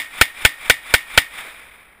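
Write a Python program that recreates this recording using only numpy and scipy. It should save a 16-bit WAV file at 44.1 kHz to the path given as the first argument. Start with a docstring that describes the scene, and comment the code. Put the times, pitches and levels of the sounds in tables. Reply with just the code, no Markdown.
"""Two pistol shots fired before the start are still echoing, over faint wind, on a roofed outdoor range.
Five more follow, about four a second: hands rumble, the firing pin clicks, and the muzzle blast cracks.
Each blast excites the modes of a camera housing just behind the gun and overloads the camera; roof and
posts slap it back, and a wooded hillside returns a long, soft echo from diffuse scattering.
Inside the last echo come two dull, distant thuds, made of coloured noise with exponential decays."""
import sys
import numpy as np
from scipy import signal
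from scipy.fft import rfft, irfft, next_fast_len
from scipy.io import wavfile
from scipy.ndimage import map_coordinates

SR = 44100
rng = np.random.default_rng(int(sys.argv[2]) if len(sys.argv) > 2 else 0)


def wav_record(signal):
    """Record a signal, one row per channel, as 16-bit PCM in the file named by sys.argv[1]."""
    frames = np.transpose(np.atleast_2d(signal))
    bounded = np.clip(frames, -1, 1)
    # unit amplitude maps onto the largest positive 16-bit level
    quanta = np.round(bounded * 32767).astype(np.int16)
    wavfile.write(sys.argv[1], SR, quanta)


N = 88200
ALIKE = 0.78  # share of the noise power that is common to all shots


def amp(db):
    """Decibels to an amplitude ratio."""
    return 10 ** (np.asarray(db) / 20)


def unit(x):
    """Normalisation to an rms of 1."""
    return x / np.sqrt(np.mean(x ** 2) + 1e-20)


def along(points, hz):
    """Spectral envelope: (Hz, value) points joined by lines on a log frequency axis."""
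    corner_hz, value = np.transpose(points)
    return np.interp(np.log(hz + 1), np.log(corner_hz + 1), value)


def filtered(x, response):
    """Linear filtering: the spectrum of x times a complex response of frequency."""
    size = next_fast_len(N + SR // 2)
    spectrum = rfft(x, size) * response(np.fft.rfftfreq(size, 1 / SR))
    return irfft(spectrum, size)[..., :N]


def coloured(x, points):
    """Filtering of x by a spectral envelope in dB."""
    return filtered(x, lambda hz: amp(along(points, hz)))


def delayed(x, seconds):
    """Propagation delay: x moved later, or earlier if negative."""
    samples = round(seconds * SR)
    padded = np.pad(x, (max(samples, 0), N))
    return padded[max(-samples, 0):][:N]


def decay(t60, hold=0):
    """Exponential decay after a hold, falling 60 dB in t60 seconds."""
    falling_s = np.maximum(np.arange(N) / SR - hold, 0)
    return amp(-60 * falling_s / t60)


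def swing(hz, db, centre, width):
    """Pressure pulse: a sine under a Gaussian envelope."""
    t = np.arange(N) / SR - centre
    return amp(db) * np.sin(2 * np.pi * hz * t) * np.exp(-(t / width) ** 2 / 2)


def paths():
    """Partial coherence: one white noise for each shot, mostly common to all."""
    common = rng.standard_normal(N)
    own = rng.standard_normal((len(SHOTS), N))
    return np.sqrt(ALIKE) * common + np.sqrt(1 - ALIKE) * own


def scatter(spectrum):
    """Diffuse reflection: dense noise of rms 1 with the given colour, for each shot."""
    return unit(coloured(paths(), spectrum))


def burst(t60, hold=0, size=2048, count=4):
    """Impulsive turbulence: a short noise of unit energy and nearly even spectrum for each shot."""
    shape = decay(t60, hold)[:size]
    x = paths()[:, :size] * shape
    for _ in range(count):
        # keep only the phases, then gather the flat-spectrum sound towards its start again
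        flat = irfft(np.exp(1j * np.angle(rfft(x))))
        x = flat * np.sqrt(shape)
    x = x / np.linalg.norm(x, axis=1, keepdims=True)
    return np.pad(x, ((0, 0), (0, N - size)))


# Colour of the moving air. Each row: frequency in Hz, level in dB.
WIND_COLOUR = [(25, -5), (55, 4), (90, -14), (135, -11), (220, -9), (1500, -14.5), (5000, -57),
               (16000, -61.5)]
WIND_DB = -59


def wind():
    """Stationary coloured noise: faint air moving over the range."""
    return amp(WIND_DB) * unit(coloured(rng.standard_normal(N), WIND_COLOUR))


# Faint knocks far down the range. Each row: start in seconds, level in dB.
THUDS = [(1.451, -40), (1.472, -37.5)]
# Their dull colour. Each row: frequency in Hz, level in dB.
THUD_COLOUR = [(60, -6), (200, -16), (330, 1), (700, -4), (1500, -5), (4000, -27), (16000, -48)]
THUD_T60_S = 0.063


def thuds():
    """Impulsive excitation with exponential decay: dull, distant knocks inside the last echo."""
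    level = sum(amp(db) * delayed(decay(THUD_T60_S), start) for start, db in THUDS)
    return level * unit(coloured(rng.standard_normal(N), THUD_COLOUR))


# Colour of the wooded slope. Each row: frequency in Hz, level in dB.
HILL_COLOUR = [(30, -10), (60, -14), (100, -18.5), (200, -18), (340, -17.5), (620, -11.5), (950, -8.5),
               (1200, -5.5), (1600, -4.5), (2350, 2), (2800, -11.5), (3050, -8.5), (3700, -6),
               (4200, -20.5), (5200, -18.5), (6000, -29.5), (7000, -19.5), (9800, -8.5), (12000, -23),
               (14300, -18), (16000, -23)]
# Swell and fall of its echo. Each row: delay after the shot in seconds, level in dB.
ECHO = [(.08, -61), (.13, -40.5), (.165, -33), (0.187, -33.5), (0.206, -27.5), (.245, -34), (.29, -35),
        (.42, -42), (.56, -47), (.82, -53.5)]
# Extra fading after the crest of the echo. Each row: frequency in Hz, loss in dB per second.
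FADE = [(60, -1), (400, -6), (1200, -1.5), (2300, -1), (3500, 8.5), (5000, 8.5), (7000, 17.5), (10000, -2),
        (15000, -1)]
ECHO_T60_S = 2.15  # decay after the last row of ECHO
CLUMP_DB, CLUMP_RATE_HZ = 1.69, 140  # spread of the level in dB, new random values per second


def hillside(size=256):
    """Scattering by trunks and banks: an echo that swells, clumps and fades unevenly over frequency."""
    t = np.arange(N) / SR
    delay_s, level_db = np.transpose(ECHO)
    crest_s = delay_s[np.argmax(level_db)]
    hz, frame_s, frames = signal.stft(scatter(HILL_COLOUR), SR, nperseg=size)
    loss_db = along(FADE, hz)[:, None] * np.maximum(frame_s - crest_s, 0)
    faded = signal.istft(frames * amp(-loss_db), SR, nperseg=size)[1][:, :N]
    clumps = map_coordinates(rng.standard_normal(N), [t * CLUMP_RATE_HZ])
    swell = amp(np.interp(t, delay_s, level_db) + CLUMP_DB * clumps)
    return faded * swell * decay(ECHO_T60_S, delay_s[-1])


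# Colour of sound returned by roof and posts. Each row: frequency in Hz, level in dB.
SHELTER_COLOUR = [(60, -20.5), (100, -50), (135, -9), (190, -42), (285, -10.5), (380, -29), (600, -14.5),
                  (850, -12.5), (1250, -9), (1680, -6.5), (1830, 4.5), (2300, 3.5), (2420, -8),
                  (2620, -6.5), (2850, -2.5), (3100, -6.5), (3650, -2.5), (4100, -14.5), (5100, -11),
                  (6100, -22), (7000, -14.5), (10000, -6), (12000, -31), (14200, -11.5), (16000, -18.5)]
SHELTER_DB, SHELTER_T60_S = -15.5, 0.25  # slower part of the decay
FLUTTER_DB, FLUTTER_T60_S = 4, 0.066  # louder, faster part
SHELTER_BUILD_S = 0.009


def shelter():
    """Reverberation: dense reflections under the roof build up, then decay at two rates."""
    t = np.arange(N) / SR
    slow = amp(SHELTER_DB) * decay(SHELTER_T60_S)
    fast = amp(FLUTTER_DB) * decay(FLUTTER_T60_S)
    build_up = 1 - np.exp(-(t / SHELTER_BUILD_S) ** 2)
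    return scatter(SHELTER_COLOUR) * np.hypot(slow, fast) * build_up


# Lingering ring of the housing. Each row: frequency in Hz, level in dB, 60 dB decay time in seconds.
RING = [(1810, -19.5, 0.22), (1865, -50, 0.36), (1860, -18, 0.31), (2225, -26, 0.25), (2479, -30.5, 0.35)]


def lingering_ring():
    """Free vibration: lightly damped modes of the housing sound on as decaying sines."""
    t = np.arange(N) / SR
    ring = 0
    for hz, db, t60 in RING:
        ring = ring + amp(db) * decay(t60) * np.sin(2 * np.pi * (hz * t + rng.random()))
    return ring


# Slaps from roof, posts and benches. Each row: delay after the shot in seconds, level in dB.
SLAPS = [(.0097, 29.5), (0.0153, 13.5), (.0222, 4), (.0285, 5), (.043, 9.5), (.070, -3)]
SLAP_T60_S = 0.01  # of the window that shapes the burst


def slaps():
    """Early reflection: the nearest surfaces return short, separate bursts."""
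    returned = 0
    for delay_s, db in SLAPS:
        returned = returned + amp(db) * np.array([delayed(b, delay_s) for b in burst(SLAP_T60_S)])
    return coloured(returned, SHELTER_COLOUR)


GRIP_DB, GRIP_CUTOFF_HZ = -43.5, 51.6
GRIP_LEAD_S, GRIP_WIDTH_S = 0.023, 0.013  # centre before the shot, Gaussian width


def grip():
    """Low-passed noise in Gaussian swells: the hands rumble as the trigger is pulled."""
    t = np.arange(N) / SR
    squeeze = sum(np.exp(-((t - start + GRIP_LEAD_S) / GRIP_WIDTH_S) ** 2 / 2) for start, *_ in SHOTS)
    rumble = filtered(rng.standard_normal(N), lambda hz: 1 / (1 + (hz / GRIP_CUTOFF_HZ) ** 4))
    return amp(GRIP_DB) * squeeze * unit(rumble)


# Resonances of the camera housing. Each row: centre in Hz, bandwidth in Hz, peak level in dB.
HOUSING = [(540, 154, -12), (914, 147, -11), (1310, 57, 2.5), (1527, 275, 2), (1860, 50, 0),
           (2294, 120, 3.5), (2640, 55, 1), (3020, 206, 0.5), (3351, 420, -4), (3798, 202, -5.5),
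           (5125, 280, -10), (6780, 1400, -18.5), (9540, 1150, -9), (14020, 620, -18.5)]


def housing(f):
    """Modal superposition: damped resonances of alternating sign add up to the housing's response."""
    total = 0
    for k, (centre, width, db) in enumerate(HOUSING):
        mode = 1j * f * width / (centre ** 2 - f ** 2 + 1j * f * width)
        total = total + (-1) ** k * amp(db) * mode
    return total


STRIKER_DB, STRIKER_T60_S = 7, 0.0068  # level before the housing, window of the burst
STRIKER_LEAD_S = 0.0014


def strikers():
    """Impact: the firing pin falls just before the blast and excites the housing."""
    return amp(STRIKER_DB) * filtered(burst(STRIKER_T60_S), housing)


# Slow swings under the crack. Each row: frequency in Hz, level in dB, centre in s, Gaussian width in s.
PUSH = [(54.4, -7, 0.0044, 0.0036), (170, -49, 0.0054, 0.00067)]


def push():
    """Gas expansion: the low pressure wave of the muzzle gas."""
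    return sum(swing(*row) for row in PUSH)


BLAST_DB, BLAST_HOLD_S, BLAST_T60_S = 38, 0.0045, 0.018  # level before the housing, window of the burst
SHOCK_DB = 32.5  # one-sample shock front, before the housing
BITE_HZ, BITE_WIDTH_HZ = 3180, 930  # band of the crack that differs from shot to shot
BARK_HZ, BARK_DB, BARK_CENTRE_S, BARK_WIDTH_S = 522, 0, 0.001842, 0.002
BLAST_END_S, BLAST_END_T60_S = 0.0067, 0.027  # the direct blast has passed and falls away


def blasts():
    """Forced resonance: shock front and turbulent crack drive the housing, beside the muzzle's bark."""
    *_, bark_db, bite_db = np.transpose(SHOTS)[..., None]
    shock = amp(SHOCK_DB) * (np.arange(N) == 0)
    source = amp(BLAST_DB) * burst(BLAST_T60_S, BLAST_HOLD_S) + shock

    def bitten_housing(f):
        """Spectral peaking: the housing's response with each shot's own bite."""
        return housing(f) * amp(bite_db * np.exp(-((f - BITE_HZ) / BITE_WIDTH_HZ) ** 2))

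    crack = filtered(source, bitten_housing) * decay(BLAST_END_T60_S, BLAST_END_S)
    bark = amp(bark_db) * swing(BARK_HZ, BARK_DB, BARK_CENTRE_S, BARK_WIDTH_S)
    return crack + bark


# The shots. Each row: start in seconds, overall level in dB, and changes in dB of the low push,
# of the bark and of the bite of the crack.
SHOTS = [(-.262, -2.5, 0, 0, -5), (-.024, -1, 0, -3, 4), (0.2124, -0.5, 0.5, -2.5, 1),
         (0.4501, -1, 2, -4, 3), (0.6984, -1, -3.5, 0, 0), (0.9394, -1, -1, -2.5, -2.5),
         (1.1764, -0.5, 0, 0.5, 1.5)]


def scene():
    """Superposition: background and the sounds of every shot add linearly."""
    out = wind() + grip() + thuds()
    clicks = strikers()
    blast_sounds = blasts() + slaps() + lingering_ring() + shelter() + hillside()
    for (start, db, push_db, *_), blast, click in zip(SHOTS, blast_sounds, clicks):
        fired = delayed(blast + amp(push_db) * push(), start)
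        struck = delayed(click, start - STRIKER_LEAD_S)
        out = out + amp(db) * (fired + struck)
    return out[None]


CLIP_DB, CLIP_HARDNESS = -1.56, 12  # ceiling, sharpness of the knee
DUCK_DB, DUCK_ATTACK_S, DUCK_RELEASE_S = 6, 0.0055, 0.2  # depth, overload time to reach it, recovery
DUCK_AT_START = 1  # fully turned down by the shot before


def gain_control(x):
    """Feed-forward compression: overload turns the gain down; it creeps back between shots."""
    overload = 1.0 * (np.abs(x[0]) > amp(CLIP_DB))
    keep = np.exp(-1 / (DUCK_RELEASE_S * SR))
    charge = signal.lfilter([1 / (DUCK_ATTACK_S * SR)], [1, -keep], overload, zi=[DUCK_AT_START])[0]
    return x * amp(-DUCK_DB * np.minimum(charge, 1))


# Response of the microphone, with a treble notch. Each row: frequency in Hz, level in dB.
MIC = [(20, 3.5), (5000, 1.5), (10500, -3), (11300, -11), (12050, -40), (12800, -12), (13800, 5),
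       (15200, -0.5), (15800, -23), (16200, -32)]
TOP_HZ = 16200  # nothing passes from here up


def record(dry):
    """Saturation: gain control is too slow for the blasts, which clip; notch and band limit follow."""
    x = gain_control(dry)
    clipped = x / (1 + np.abs(x / amp(CLIP_DB)) ** CLIP_HARDNESS) ** (1 / CLIP_HARDNESS)
    return filtered(clipped, lambda hz: amp(along(MIC, hz)) * (hz < TOP_HZ))


dry = scene()
out = record(dry)
wav_record(out)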